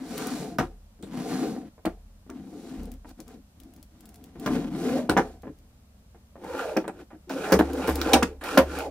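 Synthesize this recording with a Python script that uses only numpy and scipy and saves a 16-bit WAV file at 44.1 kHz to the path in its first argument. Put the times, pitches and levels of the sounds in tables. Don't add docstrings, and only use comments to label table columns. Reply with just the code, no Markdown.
import sys
import numpy as np
from scipy import signal
from scipy.fft import rfft, irfft
from scipy.io import wavfile
from scipy.ndimage import uniform_filter1d, map_coordinates

SR = 44100
rng = np.random.default_rng(int(sys.argv[2]) if len(sys.argv) > 2 else 0)


def amplitude_ratio(level_db):
    exponent = np.asarray(level_db, float) / 20
    return 10 ** exponent


def store_pcm(level_fs):
    pcm = np.round(np.clip(level_fs, -1, 1) * 32767).astype(np.int16)
    wavfile.write(sys.argv[1], SR, np.atleast_2d(pcm).T)


N = 392490

# pitch in Hz, width in Hz, level in dB.
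WIDE_MODES = [
    [(165.2, 33, -3.5), (214.6, 8.3, -4.5), (248, 30.8, 3), (318, 76, -5)],
    [(438, 68, 9.5), (510, 320, 4), (683, 73, 5.5), (795, 86, -0.5)],
    [(1200, 590, 7.5), (1600, 230, -7.5), (2280, 450, -21.5)],
]
# pitch in Hz, width in Hz, level in dB.
SMALL_MODES = [
    [(150, 65, 3), (264, 46, 1), (273, 24.6, 8), (364.5, 12, 2.5)],
    [(427, 29.6, 5.2), (490, 31, 10.4), (610, 63, 2.5), (810, 72, 4.4)],
    [(1026, 77, -6.5), (1400, 200, 2), (1910, 360, -8), (2410, 360, -4.5)],
]
# pitch in Hz, level in dB per Hz.
HISS_COLOUR = [(880, -31.5), (1500, -12.5), (2200, -9.5), (3180, -14.5), (3660, -8.5), (6360, -11),
               (8770, -14), (13600, -21), (16000, -24.5), (16500, -42.5)]
# pitch in Hz, level in dB, time to fall 60 dB in seconds.
THUMP_MODES = [(145, -8.5, 0.09), (200, -7.5, 0.037), (262, 3.5, 0.076), (324.4, 11.5, 0.06),
               (378, 4.5, 0.16), (437, 14, 0.051)]
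# lowest Hz, highest Hz, how many, cycles of ring.
CLACK_MODES = (450, 1800, 22, 26)
# pitch in Hz, level in dB, time to fall 60 dB in seconds.
CRACK_BANDS = [(1620, -4, 0.046), (2550, -1, 0.075), (3410, -3, 0.066), (5754, -4.5, 0.068),
               (7870, -7, 0.078), (10800, -11.5, 0.061), (15230, -11.5, 0.026)]
# time in seconds, rocking in dB, back board in dB.
HUMS = [(.588, -44.5, -49.5), (1.854, -46.5, -53), (2.765, -41, -46), (4.461, -46, -52), (5.096, -47, -43),
        (7.525, -51, -32), (7.881, -48, -30.5), (8.069, -49, -35), (8.137, -52, -35.5), (8.229, -45.5, -36),
        (8.579, -53, -35.5)]
# time in seconds, peak in dB, left over right in dB.
TICKS = [(0.1792, -19.5, 5), (0.27, -21.5, 3), (2.833, -37, 6), (2.8556, -40.5, 12), (2.917, -35, 9),
         (2.939, -44, -2), (3.0921, -38, 1), (3.2025, -33.5, 11), (3.28, -39, 10), (3.601, -39.5, 15),
         (3.6343, -44, 6), (3.7368, -42, 9), (3.763, -41.5, 3), (3.8278, -38, 7), (4.007, -37.5, 8),
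         (4.056, -37, 3), (4.0908, -36.5, -1.0), (4.143, -36.5, 4), (4.1577, -39, 0), (4.2405, -35.5, 4),
         (4.2594, -46, -8), (4.3976, -34.5, -4), (5.421, -44, 5), (5.5872, -49, 11), (6.443, -37.5, 6),
         (6.5787, -39, 16.5), (7.733, -27, -2), (7.782, -40, 7.5), (7.956, -19.5, 6), (8.7879, -23.5, 0)]
# pitch in Hz, level in dB.
AIR_COLOUR = [(12, -68), (20, -13), (75, -1), (139, -13.5), (212, -3.5), (332, -22), (599, -17.5),
              (750, -22), (2120, -32.5), (2370, -32.5), (13900, -37.5), (15200, -38), (16500, -67)]
# time in seconds, left lag in samples, left over right in dB.
PLACE = [(0, -0.35, 2), (1.8, 2, 2), (2.2, -1, 2), (4.4, -2.5, 1.3), (8.9, -1.37, 0)]
# time in seconds, peak in dB, factor on dying time, ring in Hz.
CRACKS = [(0.5848, -20.5, 1.6, 1310), (1.026, -41.5, 2.5, 3520), (1.8542, -32, 0.58, 1660),
          (2.3006, -37, 0.16, 1470), (4.4617, -26, 1.7, 1380), (5.0957, -16.5, 1.2, 1450),
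          (5.1725, -24, 1.3, 1360), (6.769, -22.5, 0.31, 2550), (6.8791, -34, 0.62, 1400),
          (7.2947, -34.5, 5.7, 1470), (7.5218, -16.5, 1.5, 1600), (7.59, -21.5, 1.13, 1450),
          (7.8741, -28.5, 3.6, 1660), (8.015, -16, 0.54, 1350), (8.1334, -5, 0.85, 2560),
          (8.2283, -17.5, 0.46, 1360), (8.4108, -44, 3, 1400), (8.4377, -31.5, 3.3, 1380),
          (8.5758, -12, 1.04, 1490)]
# start in seconds, length in seconds, level in dB,
# first pitch in Hz, last pitch in Hz.
HOLLOW = [
    (4.699, .38, -32, 280.3, 630),
    (6.469, .4, -37.5, 1000, 327.7),
]
# start in seconds, length in seconds,
# moment of top speed as share of the stroke (0-1), top speed in dB, load on the front panel in dB.
WIDE_STROKES = [(-.08, 0.69, 0.52, -46, 11), (1.05, 0.64, 0.45, -49, 20.5), (2.27, 0.71, 0.6, -60.5, 21),
                (3.04, 0.081, 0.9, -60.5, 6), (3.17, 0.11, 0.15, -69, 17.5), (3.25, .17, 0.23, -65.5, 18),
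                (3.56, .3, 0.24, -76.5, 23), (3.9, 0.6, 0.1, -73.5, 20.5), (4.35, 0.32, 0.36, -55, 22),
                (4.46, 0.24, 0.26, -54.5, 28), (4.66, 0.44, 0.49, -47.5, 19.5),
                (5.2, 0.21, 0.25, -64.5, 12), (5.48, 0.45, 0, -86, 22.5)]
# start in seconds, length in seconds,
# moment of top speed as share of the stroke (0-1), top speed in dB, load on the front panel in dB.
SMALL_STROKES = [(6.36, 0.46, 0.53, -51, 7.2), (6.9, 0.14, 0.75, -70, 20.6), (7.27, .45, .5, -46.5, 9.4),
                 (7.6, 0.41, .55, -50, 14), (7.89, 0.33, 0.52, -45.5, 8.6), (8.24, 0.046, 0.061, -77, 36.5),
                 (8.41, 0.37, 0.24, -44, 1.8), (8.62, 0.3, 0.57, -48.5, 5.4)]
# dB over the speed on wide drawers, the same on small drawers,
# share of the load (0-1), power of the speed, lateness of the top (0-1), dB over a stop while shivering.
FOLLOW = [
    (-1, 2.5, 1, 0.57, 0.1, -21.5),
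    (4.5, 14, 0.29, 1.34, 0.36, -14.5),
    (0, 8, 0.03, 2.6, 0, -31),
    (-0.5, -1.5, 0, 1.97, 0.05, -39),
]
# time in seconds, thump in dB, clack in dB, clack in Hz,
# rattle length in seconds.
STOPS = [(0.587, -16.5, -18, 740, 0.04), (1.852, -21, -24, 440, 0.028), (2.296, -32.5, -41.5, 1050, 0.026),
         (3.047, -41, -43.5, 870, 0.011), (4.461, -17.5, -22, 744, 0.039), (5.092, -8, -17.5, 534, 0.04),
         (5.167, -14.5, -12, 950, 0.03), (6.766, -10.5, -18, 490, 0.016), (7.105, -63, -48, 780, 0.022),
         (7.521, -5.5, -10, 550, 0.032), (7.593, -11.5, -11.5, 473, 0.023), (7.881, -14, -14, 490, 0.029),
         (8.06, -22, -24.5, 455, 0.023), (8.136, -9.5, -8.5, 553, 0.031), (8.225, -11, -15, 1410, 0.013),
         (8.413, -37.5, -40, 1360, 0.024), (8.433, -42, -33, 1340, 0.047), (8.574, -8.5, -8.5, 496, 0.028)]
# time in seconds, thump in dB, thump in
# # Hz, clack in dB.
FURTHER_KNOCKS = [(0.991, -40, 250, -58), (1.031, -27, 248, -42.5), (1.564, -27, 250, -36), (1.78, -52, 250, -51),
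                  (2.265, -38.5, 150, -54), (3.192, -37, 156, -46.5), (4.358, -32.5, 150, -45),
                  (4.556, -18.5, 285, -35), (5.434, -34, 161, -38.5), (5.47, -26, 256, -39),
                  (6.147, -46, 165, -50), (6.356, -35.5, 128, -40.5), (6.439, -41, 266, -38),
                  (6.843, -28.5, 264, -32.5), (6.879, -34, 447, -29), (7.131, -31.5, 260, -44),
                  (7.301, -37, 273, -29), (8.017, -32, 450, -32)]

CHANGE_S = 6.2
SLAM_DB = -22


def in_time(rows):
    s, *columns = np.transpose(rows)
    return [np.interp(np.arange(N) / SR, s, column) for column in columns]


def rms_one(x):
    return x / np.sqrt(np.mean(x ** 2) + 1e-20)


def coloured(x, points):
    hz, level = np.transpose(points)
    grid = np.arange(N // 2 + 1) * SR / N + 1
    curve_db = np.interp(np.log(grid), np.log(hz), level, left=-60, right=-80)
    return rms_one(irfft(rfft(x) * amplitude_ratio(curve_db), N))


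def high_pass(x, order, hz):
    return signal.sosfilt(signal.butter(order, hz, "high", fs=SR, output="sos"), x)


def low_pass(x, order, hz):
    return signal.sosfilt(signal.butter(order, hz, fs=SR, output="sos"), x)


def drift(rate):
    r = np.exp(-80 * np.pi * rate / SR)
    slow = signal.lfilter([1], [1, -2 * r, r * r], rng.standard_normal(N // 40 + 2002))[2000:]
    return np.interp(np.arange(N) / 40, np.arange(len(slow)), rms_one(slow))


def resonate(x, hz, width):
    r = np.exp(-np.pi * width / SR)
    top = np.array([1, 0, -1]) * (1 - r * r) / 2
    return signal.lfilter(top, [1, -2 * r * np.cos(2 * np.pi * hz / SR), r * r], x)


def ring(clicks, hz, t60):
    r, w = amplitude_ratio(-60 / (t60 * SR)), 2 * np.pi * hz / SR
    return signal.lfilter([0, np.sin(w)], [1, -2 * r * np.cos(w), r * r], clicks + 1e-18)


def swell(start, length, top):
    slams = [row[0] for row in STOPS if row[1] > SLAM_DB and row[0] > start + .1]
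    end = min([start + length, N / SR] + slams)
    at = np.arange(max(round(start * SR), 0), round(end * SR))
    done = (at / SR - start) / length
    top = np.clip(top, .05, .97)
    slope = np.minimum(done / top, (1 - done) / (1 - top))
    return at, np.sin(np.pi / 2 * np.clip(slope, 0, 1))


def shaking():
    gains, age = np.zeros((4, N + SR)), np.arange(SR // 2) / SR
    wide_db, small_db, share, power, late, shiver_db = np.transpose(FOLLOW)[:, :, None]
    for strokes, over_db in ((WIDE_STROKES, wide_db), (SMALL_STROKES, small_db)):
        for start, length, top, speed_db, load_db in strokes:
            at, speed = swell(start, length, top + late * (1 - top))
            gains[:, at] += amplitude_ratio(speed_db + over_db + share * load_db) * speed ** power
    shiver = amplitude_ratio(-60 * age / 0.29) * (1 - np.exp(-age / 0.02))
    for s, thump_db, clack_db, clack_hz, rattle_s in STOPS:
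        stop_db = np.array([[thump_db], [clack_db], [clack_db], [clack_db]])
        gains[:, round(s * SR):][:, :len(age)] += amplitude_ratio(stop_db + shiver_db) * shiver
    return gains[:, :N]


def grit(per_s, spread_db, lumpy_db):
    sizes = amplitude_ratio(spread_db * np.minimum(rng.exponential(1, N), 4)) * rng.choice([-1, 1], N)
    hits = rng.random(N) < per_s / SR
    return sizes * hits * amplitude_ratio(lumpy_db * drift(16.0))


def air():
    mid, side, rumble = (coloured(rng.standard_normal(N), AIR_COLOUR) for layer in range(3))
    side = high_pass(side, 1, 1500)
    rumble = low_pass(rumble, 2, 110)
    return amplitude_ratio(-60.5) * (mid + 1.4 * side * [[1], [-1]]) + amplitude_ratio(-53 + 0.83 * drift(3)) * rumble


def shaken_panel(bumps, modes):
    out = 0
    for k, (hz, width, db) in enumerate(modes):
        gain = (-1) ** k * amplitude_ratio(db + 2.8 * drift(5.7)) / np.sqrt(width)
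        out = out + gain * resonate(bumps, hz, width)
    return rms_one(out)


def rolling():
    *panels, hiss = shaking()
    is_small, out = np.arange(N) > CHANGE_S * SR, 0
    for gain, wide_modes, small_modes in zip(panels, WIDE_MODES, SMALL_MODES):
        bumps = grit(1400, 2.8, 1.3)
        wide = shaken_panel(bumps, wide_modes)
        small = shaken_panel(bumps, small_modes)
        out = out + gain * np.where(is_small, small, wide)
    return out + hiss * coloured(grit(9000, 3.8, 0.72), HISS_COLOUR)


def far_runner():
    hiss = coloured(grit(9000, 2.6, 0.58), HISS_COLOUR)
    return amplitude_ratio(-4.5) * shaking()[-1] * high_pass(hiss, 1, 2500) * [[1], [-1]]


def creaks():
    out, age = np.zeros((2, N + 2000)), np.arange(2000) / SR
    for s, peak_db, pan_db in TICKS:
        fade = np.exp(-age / 0.0017) + 0.38 * np.exp(-age / 0.0071)
        snap = high_pass(rng.standard_normal(2000) * fade, 2, 2500)
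        at = round(s * SR)
        sides = amplitude_ratio(np.array([[pan_db / 2], [-pan_db / 2]]))
        out[:, at:at + 2000] += amplitude_ratio(peak_db - 3) * snap / np.abs(snap).max() * sides
    return out[:, :N]


def cracks():
    out, size = np.zeros(N + 9000), 9000
    age = np.arange(size) / SR
    bands = [signal.butter(2, [hz / 1.245, min(hz * 1.23, 17000)], "band", fs=SR, output="sos")
             for hz, level, t60 in CRACK_BANDS]
    for s, peak_db, linger, ring_hz in CRACKS:
        lumps = uniform_filter1d(rng.random(size) < 600 / SR, size=20, output=float)
        splinters = rng.standard_normal(size) * (0.6 + lumps * 12)
        chance, part = rng.standard_normal(len(CRACK_BANDS)), 0
        for band, (hz, level, t60), a in zip(bands, CRACK_BANDS, chance):
            fade = amplitude_ratio(-60 * age / (t60 * max(linger, .2))) + 1.6 * np.exp(-age / 0.00031)
            part = part + amplitude_ratio(level + 2 * a) * signal.sosfilt(band, splinters * fade)
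        part = part + 3.25 * resonate(part * np.exp(-age / 0.025), ring_hz, 160)
        out[round(s * SR):][:size] += amplitude_ratio(peak_db + 4.0) * part / np.abs(part).max()
    return out[:N]


def blows():
    stops = [(s, thump_db, 294, clack_db, hz, rattle_s) for s, thump_db, clack_db, hz, rattle_s in STOPS]
    further = [(s, thump_db, hz, clack_db, 536, .022) for s, thump_db, hz, clack_db in FURTHER_KNOCKS]
    return sorted(stops + further)


def knocks():
    out, size = np.zeros(N + 9000), 9000
    age = np.arange(size) / SR
    low, high, count, cycles = CLACK_MODES
    clack = [(hz, 0, cycles / hz) for hz in np.geomspace(low, high, count)]
    for s, thump_db, thump_hz, clack_db, clack_hz, rattle_s in blows():
        contacts = rng.standard_normal(size) * (rng.random(size) < 1500 / SR)
        contacts[0] = 2.16
        for modes, db, centre_hz, slope_db, linger in (
                (THUMP_MODES, thump_db - 2.0, thump_hz, 9, 1.5),
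                (clack, clack_db + 7.5, clack_hz, 8, 1.1)):
            push = contacts * np.exp(-(age / (max(rattle_s, .002) * linger)) ** 2)
            push = low_pass(push, 2, modes[-1][0] * 1.7)
            chance, part = rng.standard_normal((len(modes), 2)), 0
            for (hz, level, t60), (a, b) in zip(modes, chance):
                mode_db = level + 2.5 * a - slope_db * abs(np.log2(hz / centre_hz))
                part = part + amplitude_ratio(mode_db) * ring(push, hz * (1 + 0.041 * b), t60)
            out[round(s * SR):][:size] += amplitude_ratio(db) * part / np.abs(part).max()
    return out[:N]


def carcass():
    s, rock_db, board_db = np.transpose(HUMS)
    out = 0
    for db, hz, t60, swing_hz in ((rock_db, 39.8, 1.28, 15), (board_db, 71.65, 1.1, 24)):
        push = np.zeros(N)
        push[(s * SR).astype(int)] = amplitude_ratio(db + 6)
        out = out + ring(resonate(push, hz, swing_hz), hz, t60)
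    return out


def hollow():
    gain, glide = np.zeros(N), []
    for start, length, db, first_hz, last_hz in HOLLOW:
        at, speed = swell(start, length, .55)
        gain[at] = amplitude_ratio(db) * speed
        glide += [(start, first_hz), (start + length, last_hz)]
    hz, = in_time(glide)
    sway = low_pass(rng.standard_normal((2, N)), 2, 60)
    turning = np.exp(2j * np.pi * np.cumsum(hz) / SR)
    return gain * rms_one(np.real((sway[0] + 1j * sway[1]) * turning))


def placed(x):
    lag, pan_db = in_time(PLACE)
    low = signal.sosfiltfilt(signal.butter(2, 7000, fs=SR, output="sos"), x)
    pair = np.array([amplitude_ratio(way * pan_db / 2) * map_coordinates(low, [np.arange(N) - way * lag / 2], order=3)
                     for way in (1, -1)])
    scatter = rng.standard_normal(600) * np.exp(-np.arange(600) / 150)
    bright = high_pass(x, 1, 4000)
    side = signal.fftconvolve(bright, scatter / np.linalg.norm(scatter))[:N]
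    return pair + (x - low) * amplitude_ratio(np.array([[-1.], [1.]])) + side * [[1], [-1]]


def room(x):
    age = np.arange(20000) / SR
    fade = amplitude_ratio(-60 * age / 0.15) * (1 - np.exp(-age / 0.0004))
    mid, side = rng.standard_normal((2, 20000)) * fade
    side = .15 * side + amplitude_ratio(2) * high_pass(side, 1, 3000)
    echo = amplitude_ratio(-10) / np.sqrt(np.sum(mid ** 2)) * (mid + side * [[1], [-1]])
    return signal.fftconvolve(x[None], echo, axes=1)[:, :N]


def scene():
    body = rolling() + hollow() + knocks() + cracks()
    wide, small = high_pass(body, 3, 100), high_pass(body, 3, 192)
    chest = np.where(np.arange(N) > CHANGE_S * SR, small, wide)
    ticks = creaks()
    near = placed(chest) + far_runner() + carcass() + ticks
    return near + room(chest + ticks.mean(axis=0)) + air()


def top_cut(x):
    return signal.sosfilt(signal.butter(12, 16980, fs=SR, output="sos"), x)


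def record(dry):
    held = 1.08 * np.tanh(dry / 1.08)
    held = signal.sosfilt(signal.cheby2(14, 36, 16050, fs=SR, output="sos"), held)
    return top_cut(held)


dry = scene()
out = record(dry)
store_pcm(out)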